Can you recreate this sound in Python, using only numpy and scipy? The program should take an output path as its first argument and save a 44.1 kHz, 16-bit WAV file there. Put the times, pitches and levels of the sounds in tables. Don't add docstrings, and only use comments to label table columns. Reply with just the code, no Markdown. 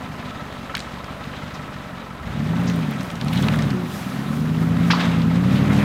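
import sys
import numpy as np
from scipy import signal
from scipy.io import wavfile
from scipy.ndimage import uniform_filter1d

SR = 44100
rng = np.random.default_rng(int(sys.argv[2]) if len(sys.argv) > 2 else 0)


def gain_from_db(level_db):
    decades = np.asarray(level_db, float) / 20
    return 10 ** decades


def log_audio(samples):
    frames = np.atleast_2d(samples).T
    limited = np.clip(frames, -1, 1)
    pcm = np.round(limited * 32767).astype(np.int16)
    wavfile.write(sys.argv[1], SR, pcm)


N = 257525

# (time [s], firing rate [1/s])
PEDAL = [(0.0, 52.3), (0.74, 45.3), (1.55, 50.5), (2.0, 44.6), (2.175, 44.8), (2.51, 83.8), (2.695, 91.1),
         (3.16, 49.0), (3.435, 107.2), (3.565, 116.9), (3.79, 90.9), (4.0, 57.3), (4.28, 71.6),
         (4.48, 78.8), (5.01, 88.5), (5.24, 79.8), (5.625, 102.7), (5.84, 101.4)]
# (time [s], exhaust level [dB], throttle [-1 shut to 1 open])
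EFFORT = [(0.0, -33.5, -0.34), (0.83, -38, 0.98), (1.46, -34.5, 0.024), (2.18, -38.5, 0.68),
          (2.37, -24.5, 0.63), (2.6, -19, 0.014), (2.78, -21, -0.23), (3.15, -33.5, -0.3),
          (3.25, -23.5, 0.5), (3.4, -18.5, -0.017), (3.67, -19.5, 0.13), (3.98, -32, -0.71),
          (4.21, -24.5, -.25), (4.73, -17, 0.25), (4.92, -17.5, -.2), (5.01, -23, -0.79), (5.07, -18, 0.21),
          (5.84, -15, -0.059)]
# (puff strength [dB], lag in the manifold [ms])
CYLINDERS = [(-1.1, .3), (-2.8, -.6), (4.7, -.1), (-4.9, .9), (.7, -.5), (5.7, .1), (-4.6, -.1), (2.2, .1)]
# (multiple of the two-turn cycle [-], level at idle [dB], level under load [dB])
ORDERS = [(4, -8.8, -22), (5, -4.4, 12), (6, 7.6, -23), (7, 3, -3), (8, 25, 12.5), (9, 5.0, -7.5),
          (10, -14, 2), (11, 24, 7), (12, -12, -4), (13, 19, -1.5), (14, -39, -2.5), (15, -6, -13),
          (16, 7, 12.5), (17, -9, -7), (18, -3, -4), (19, 9.5, -1.5), (20, 3, -0.5), (21, 6.5, 2.5),
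          (22, -5, 6.5), (23, -5, -1.5), (24, 6.5, 2), (25, 4, 10)]
# (frequency [Hz], level [dB])
PIPE = [(40, -58), (55, -24.5), (75, -18), (100, -10), (125, -2.7), (150, -2.8), (175, 2), (200, -4.5),
        (225, -2), (250, -7.5), (275, -8), (300, -23), (340, -22.5), (420, -26.5)]
# (frequency [Hz], density [dB per Hz])
RUMBLE = [(18, -39), (30, -36), (64, -16.5), (233, 4), (262, -7), (315, -28), (400, -1), (520, -49),
          (880, -120)]
# (frequency [Hz], density [dB per Hz])
RUSH = [(180, -31), (300, 15), (349, -16.5), (391, -4.5), (716, -2.5), (768, -7), (1250, -4.5),
        (2500, -17.5), (3250, -30), (5500, -120)]
# (time [s], level [dB])
SLIP = [(0, -42.5), (1.46, -42), (1.8, -44.5), (2.16, -45.5), (2.6, -39), (2.78, -38), (2.88, -40),
        (3.25, -41), (3.5, -33.5), (3.67, -38.5), (3.8, -41), (3.98, -41), (4.54, -43.5), (4.9, -38),
        (5.01, -29), (5.25, -39.5), (5.66, -34.5), (5.84, -34.5)]
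# (frequency [Hz], density [dB per Hz])
GRIND = [(710, 6), (1200, -0.5), (1860, 3), (3560, -1), (4010, -10), (4340, -8), (8000, -19), (10400, -56),
         (17600, -120)]
# (frequency [Hz], density [dB per Hz])
SPRAY = [(2940, 2), (5000, 1), (9120, -4.5), (11800, -4), (14800, -6.5), (15600, -13)]
# (time [s], level [dB], fall time [s])
SPLASHES = [
    (2.78, -54, 0.16),
    (3.05, -50, .1),
    (3.37, -44, 0.28),
    (3.95, -43, 0.3),
    (4.35, -47.5, 0.17),
    (4.63, -48, 0.075),
    (4.9, -44.5, 0.087),
    (5.56, -46, 0.055),
    (5.74, -45, 0.48),
]
# (time [s], peak level [dB], centre frequency [Hz])
SNAPS = [(0.306, -19, 2340), (0.5257, -23, 2630), (0.7507, -6, 2930), (0.7634, -19, 2810),
         (0.7689, -10, 2230), (0.7774, -12.5, 3000), (0.7914, -19, 3390), (0.8024, -15.5, 3350),
         (1.0422, -24, 3810), (1.241, -19, 2200), (3.44, -13, 1500), (2.6694, -22, 2390),
         (2.6974, -16, 2470), (2.7352, -20, 2790), (3.0073, -18.5, 3570), (3.1018, -17.5, 2820),
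         (3.1544, -21, 3700), (3.2114, -13, 2800), (3.2824, -14, 3200), (3.3276, -22, 3370),
         (3.3575, -13, 2470), (3.3742, -17, 3470), (3.4247, -17.5, 3350), (3.4838, -4.5, 1800),
         (3.5882, -15.5, 3280), (3.6217, -14, 3570), (3.7037, -16, 3390), (4.7694, -18, 2310),
         (5.1674, -29, 2290), (5.2175, -18, 2650)]
# (time [s], peak level [dB], centre frequency [Hz])
TICKS = [(0.7502, -37, 9850), (0.7682, -20, 10500), (1.2545, -34, 8790), (2.6349, -30, 8820),
         (2.6584, -29, 9090), (2.6978, -27, 11300), (2.7606, -28, 10900), (2.9097, -23.5, 11300),
         (3.031, -24, 8000), (3.0774, -37, 8040), (3.1133, -25, 8000), (3.246, -27, 8260),
         (3.3344, -20, 10900), (3.4237, -20.5, 8170), (3.5588, -26, 10900), (3.703, -36, 9710),
         (5.2126, -38, 8360)]
# (time [s], rms level
# [dB], low edge [Hz], high edge [Hz], t60 [s])
CRACKS = [(0.7422, -18.5, 900, 1430, 0.015), (1.535, -43, 2200, 6360, 0.14),
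          (0.771, -46.5, 2000, 7850, 0.31), (2.666, -38.5, 3920, 6760, 0.16),
          (3.328, -28.5, 1700, 3800, 0.039), (3.364, -31, 2800, 4000, 0.085),
          (3.424, -33.5, 2960, 3900, 0.09), (3.54, -28, 1010, 2300, 0.034), (3.586, -29, 1710, 2140, 0.071),
          (4.899, -17.5, 920, 2480, 0.1), (4.903, -19.5, 2200, 5320, 0.095), (4.93, -21, 890, 1390, 0.11),
          (4.93, -31.5, 1500, 5070, 0.21), (4.991, -27, 990, 4400, 0.17), (5.545, -33, 1500, 4300, 0.16),
          (5.69, -28, 597, 2280, 0.19), (5.785, -28.5, 600, 2480, 0.34)]
# (frequency [Hz], level [dB], t60 [s])
DIESEL_BLOCK = [(595, -40, 0.1), (1018, -41.5, 0.12), (1162, -38.5, 0.04), (1304, -36.5, 0.1),
                (1890, -29, 0.0078), (2530, -52, 0.0082), (3700, -59, 0.01)]
DIESEL_KNOCKS = [-0.7, -1, -3.5, -2]


def rms_one(x):
    return x / np.sqrt(np.mean(x ** 2) + 1e-20)


def in_time(rows):
    s, *columns = np.transpose(rows)
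    return [np.interp(np.arange(N) / SR, s, c) for c in columns]


def at_hz(points, hz):
    table_hz, level_db = np.transpose(points)
    return np.interp(np.log(hz), np.log(table_hz), level_db)


def drift(rate_hz):
    r = np.exp(-80 * np.pi * rate_hz / SR)
    slow = signal.lfilter([1], [1, -2 * r, r * r], rng.standard_normal(N // 40 + 2002))[2000:]
    return np.interp(np.arange(N) / 40, np.arange(len(slow)), rms_one(slow))


def ring(clicks, hz, t60):
    r = gain_from_db(-60 / (max(t60, .001) * SR))
    w = 2 * np.pi * hz / SR
    return signal.lfilter([0, np.sin(w)], [1, -2 * r * np.cos(w), r * r], clicks + 1e-18)


def cut(x, hz, kind, order):
    return signal.sosfilt(signal.butter(order, hz, kind, fs=SR, output="sos"), x)


def banded(source, spectrum, patchy_db):
    hz = np.transpose(spectrum)[0]
    edges = np.geomspace(hz[0], hz[-1], int(3 * np.log2(hz[-1] / hz[0])) + 1)
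    out, together = 0, drift(22)
    for k, (low, high) in enumerate(zip(edges, edges[1:])):
        band_db = at_hz(spectrum, np.sqrt(low * high)) + patchy_db * (together + drift(20))
        out = out + gain_from_db(band_db) * cut(source[k % 2], [low, high], "band", order=2)
    return rms_one(out)


def grit(per_s, spread_db, share):
    sizes = gain_from_db(spread_db * np.minimum(rng.exponential(1, (2, N)), 4)) * rng.choice([-1, 1], (2, N))
    grains = sizes * (rng.random((2, N)) < per_s / SR)
    return rng.standard_normal((2, N)) + share * rms_one(grains)


def burst(s, rise, t60, size):
    t = np.arange(size) / SR
    shape = (1 - np.exp(-t / max(rise, 1e-4))) ** 2 * gain_from_db(-60 * t / max(t60, .002))
    return round(s * SR), shape / shape.max(), rng.standard_normal(size)


def revs():
    per_s, = in_time(PEDAL)
    size = round(.155 * SR)
    for _ in range(2):
        per_s = uniform_filter1d(per_s, size=size, mode="nearest")
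    return per_s


def exhaust(per_s, level_db, throttle):
    burble_db = 9.5 * np.log2(per_s / 80) + .5 * throttle
    bass_db = 9 * throttle + .5 * np.log2(np.maximum(per_s / 80, 1))
    step = 10
    cycle_hz, level_db = per_s[::step] / 8, level_db[::step]
    burble_db, bass_db = burble_db[::step], bass_db[::step]
    cycles = np.cumsum(cycle_hz) * step / SR - .02
    load = np.clip((level_db + 32) / 6, 0, 1)
    puff_db, lag_ms = np.transpose(CYLINDERS)[:, :, None]
    slot = np.arange(8)[:, None] / 8
    # (idle dB, load dB), uneven or on the firing rate
    high = [(k, *((-2.5, 4.5) if k % 8 else (6.5, 9))) for k in range(26, 49)]
    lines, power = 0, 0
    for k, idle_db, load_db in [*ORDERS, *high]:
        k = round(k)
        hz = k * cycle_hz
        turns = k * slot + hz[::50] * lag_ms / 1000
        puffs = np.sum(gain_from_db(puff_db) * np.exp(-2j * np.pi * turns), axis=0)
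        start = np.interp(np.arange(len(hz)) / 50, np.arange(len(puffs)), np.unwrap(np.angle(puffs)))
        silencer = 1 + 2 * np.pi * .007 * np.maximum(hz - 160, 0)
        order_db = idle_db + load * (load_db - idle_db) + burble_db * (k % 8 > 0)
        size = gain_from_db(at_hz(PIPE, hz) + order_db + bass_db * np.log2(16 / min(k, 24)))
        power = power + size ** 2 / 2
        wobble = drift(3.4)[::step]
        phase = 2 * np.pi * k * cycles + start - silencer + .15 * wobble[::-1]
        lines = lines + size * gain_from_db(1.2 * wobble) * np.cos(phase)
    pipe = signal.resample_poly(gain_from_db(level_db) * lines / np.sqrt(power), step, 1)[:N]
    beat = np.repeat(np.cos(16 * np.pi * cycles), step)[:N]
    return pipe, beat


def engine_rumble(exhaust_db):
    noise = rng.standard_normal((2, N))
    return gain_from_db(-43.5 + .7 * (exhaust_db + 34)) * banded(noise, RUMBLE, patchy_db=.5)


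def air_rush(slip, effort, beat):
    level_db = -36.5 + .66 * slip + .096 * effort
    return gain_from_db(level_db + 1.2 * beat) * banded(grit(600, 3.5, share=.3), RUSH, patchy_db=.6)


def tyre_grind(grind_db):
    return gain_from_db(grind_db) * banded(grit(300, 3.2, share=.6), GRIND, patchy_db=1.6)


def crunch(grind_db):
    per_s = 40 * gain_from_db(2.6 * (grind_db + 42) + 6 * drift(15))
    sizes = gain_from_db(3.63 * np.minimum(rng.exponential(1, N), 4)) * rng.choice([-1, 1], N)
    grains = sizes * (rng.random(N) < per_s / SR)
    dealt = rng.integers(0, 12, N)
    out = np.zeros(N)
    for k, hz in enumerate(np.geomspace(900, 6000, 12)):
        out += ring(grains * (dealt == k), hz, 16 / hz) * 1500 / hz
    return gain_from_db(-40) * out


def mud_spray(slip, effort):
    t = np.arange(N) / SR
    power = gain_from_db(2 * (-54.5 + .42 * slip + .14 * effort))
    for s, db, fall in SPLASHES:
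        away = np.where(t < s, (s - t) / .087, (t - s) / fall)
        power = power + gain_from_db(2 * db) * np.exp(-2 * away)
    return np.sqrt(power) * banded(grit(400, 4.5, share=.3), SPRAY, patchy_db=.5)


def snaps_and_ticks():
    out = np.zeros(N + 30000)
    for s, db, hz in SNAPS:
        i, shape, noise = burst(s, .0004, .016, size=2000)
        body = cut(noise * shape, [.55 * hz, 1.5 * hz], "band", order=2)
        out[i:i + 2000] += gain_from_db(db - 6.5) * body / np.abs(body).max()
    for s, db, hz in TICKS:
        i, shape, noise = burst(s, .0003, .012, size=1000)
        top = cut(noise * shape, [.7 * hz, min(1.4 * hz, 17000)], "band", order=2)
        out[i:i + 1000] += gain_from_db(db - 8) * top / np.abs(top).max()
    return out[:N]


def cracks():
    out = np.zeros(N + 30000)
    for s, db, low_hz, high_hz, t60 in CRACKS:
        i, shape, noise = burst(s, .041 * t60, t60, size=20000)
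        splinters = (rng.random(20000) < .02) * noise[::-1]
        wood = cut(noise * (1 + 2.6 * splinters), [low_hz, high_hz], "band", order=4)
        out[i:i + 20000] += gain_from_db(db) * shape * rms_one(wood)
    return out[:N]


def drive_line_whine():
    peak_s, end_s, peak_db, hold_db = 3.744, 4.65, -31.5, -48
    t = np.arange(N) / SR - peak_s
    linger_db = hold_db - 100 * np.maximum(t + peak_s - end_s, 0)
    after_db = np.maximum(peak_db - 65 * t, linger_db)
    level_db = np.where(t < 0, peak_db + 20 * t / .05, after_db)
    return np.sqrt(2) * gain_from_db(level_db + 1.3 * drift(10)) * np.sin(2 * np.pi * 362 * t)


def diesel():
    count = np.arange(140)
    at = ((.012 + count / 23.4) * SR).astype(int)
    at = at[at < N]
    cylinder_db = np.array(DIESEL_KNOCKS)[count[:len(at)] % 4]
    out = np.zeros(N)
    for hz, db, t60 in DIESEL_BLOCK:
        knocks = np.zeros(N)
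        knocks[at] = gain_from_db(db + cylinder_db + rng.normal(0, .38, len(at)))
        combustion = signal.lfilter([1], [1, -np.exp(-1 / (.009 * SR))], knocks)
        out += ring(.66 * knocks + combustion * rng.standard_normal(N) / 12, hz, t60)
    return out


def scene():
    per_s = revs()
    exhaust_db, throttle = in_time(EFFORT)
    grind_db, = in_time(SLIP)
    slip, effort = grind_db + 41, exhaust_db + 28
    pipe, beat = exhaust(per_s, exhaust_db, throttle)
    engine = pipe + engine_rumble(exhaust_db) + air_rush(slip, effort, beat)
    ground = tyre_grind(grind_db) + crunch(grind_db) + mud_spray(slip, effort)
    debris = snaps_and_ticks() + cracks()
    return (engine + ground + debris + drive_line_whine() + diesel())[None]


def top_cut(x):
    return signal.sosfilt(signal.butter(12, 15780, fs=SR, output="sos"), x)


def record(dry):
    own = gain_from_db(-60) * rms_one(cut(rng.standard_normal(N), 35, "low", order=2)) + 0.0013
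    squashed = 0.91 * np.tanh(cut(dry, 33, "high", order=2) / 0.89)
    return top_cut(squashed + own)


dry = scene()
out = record(dry)
log_audio(out)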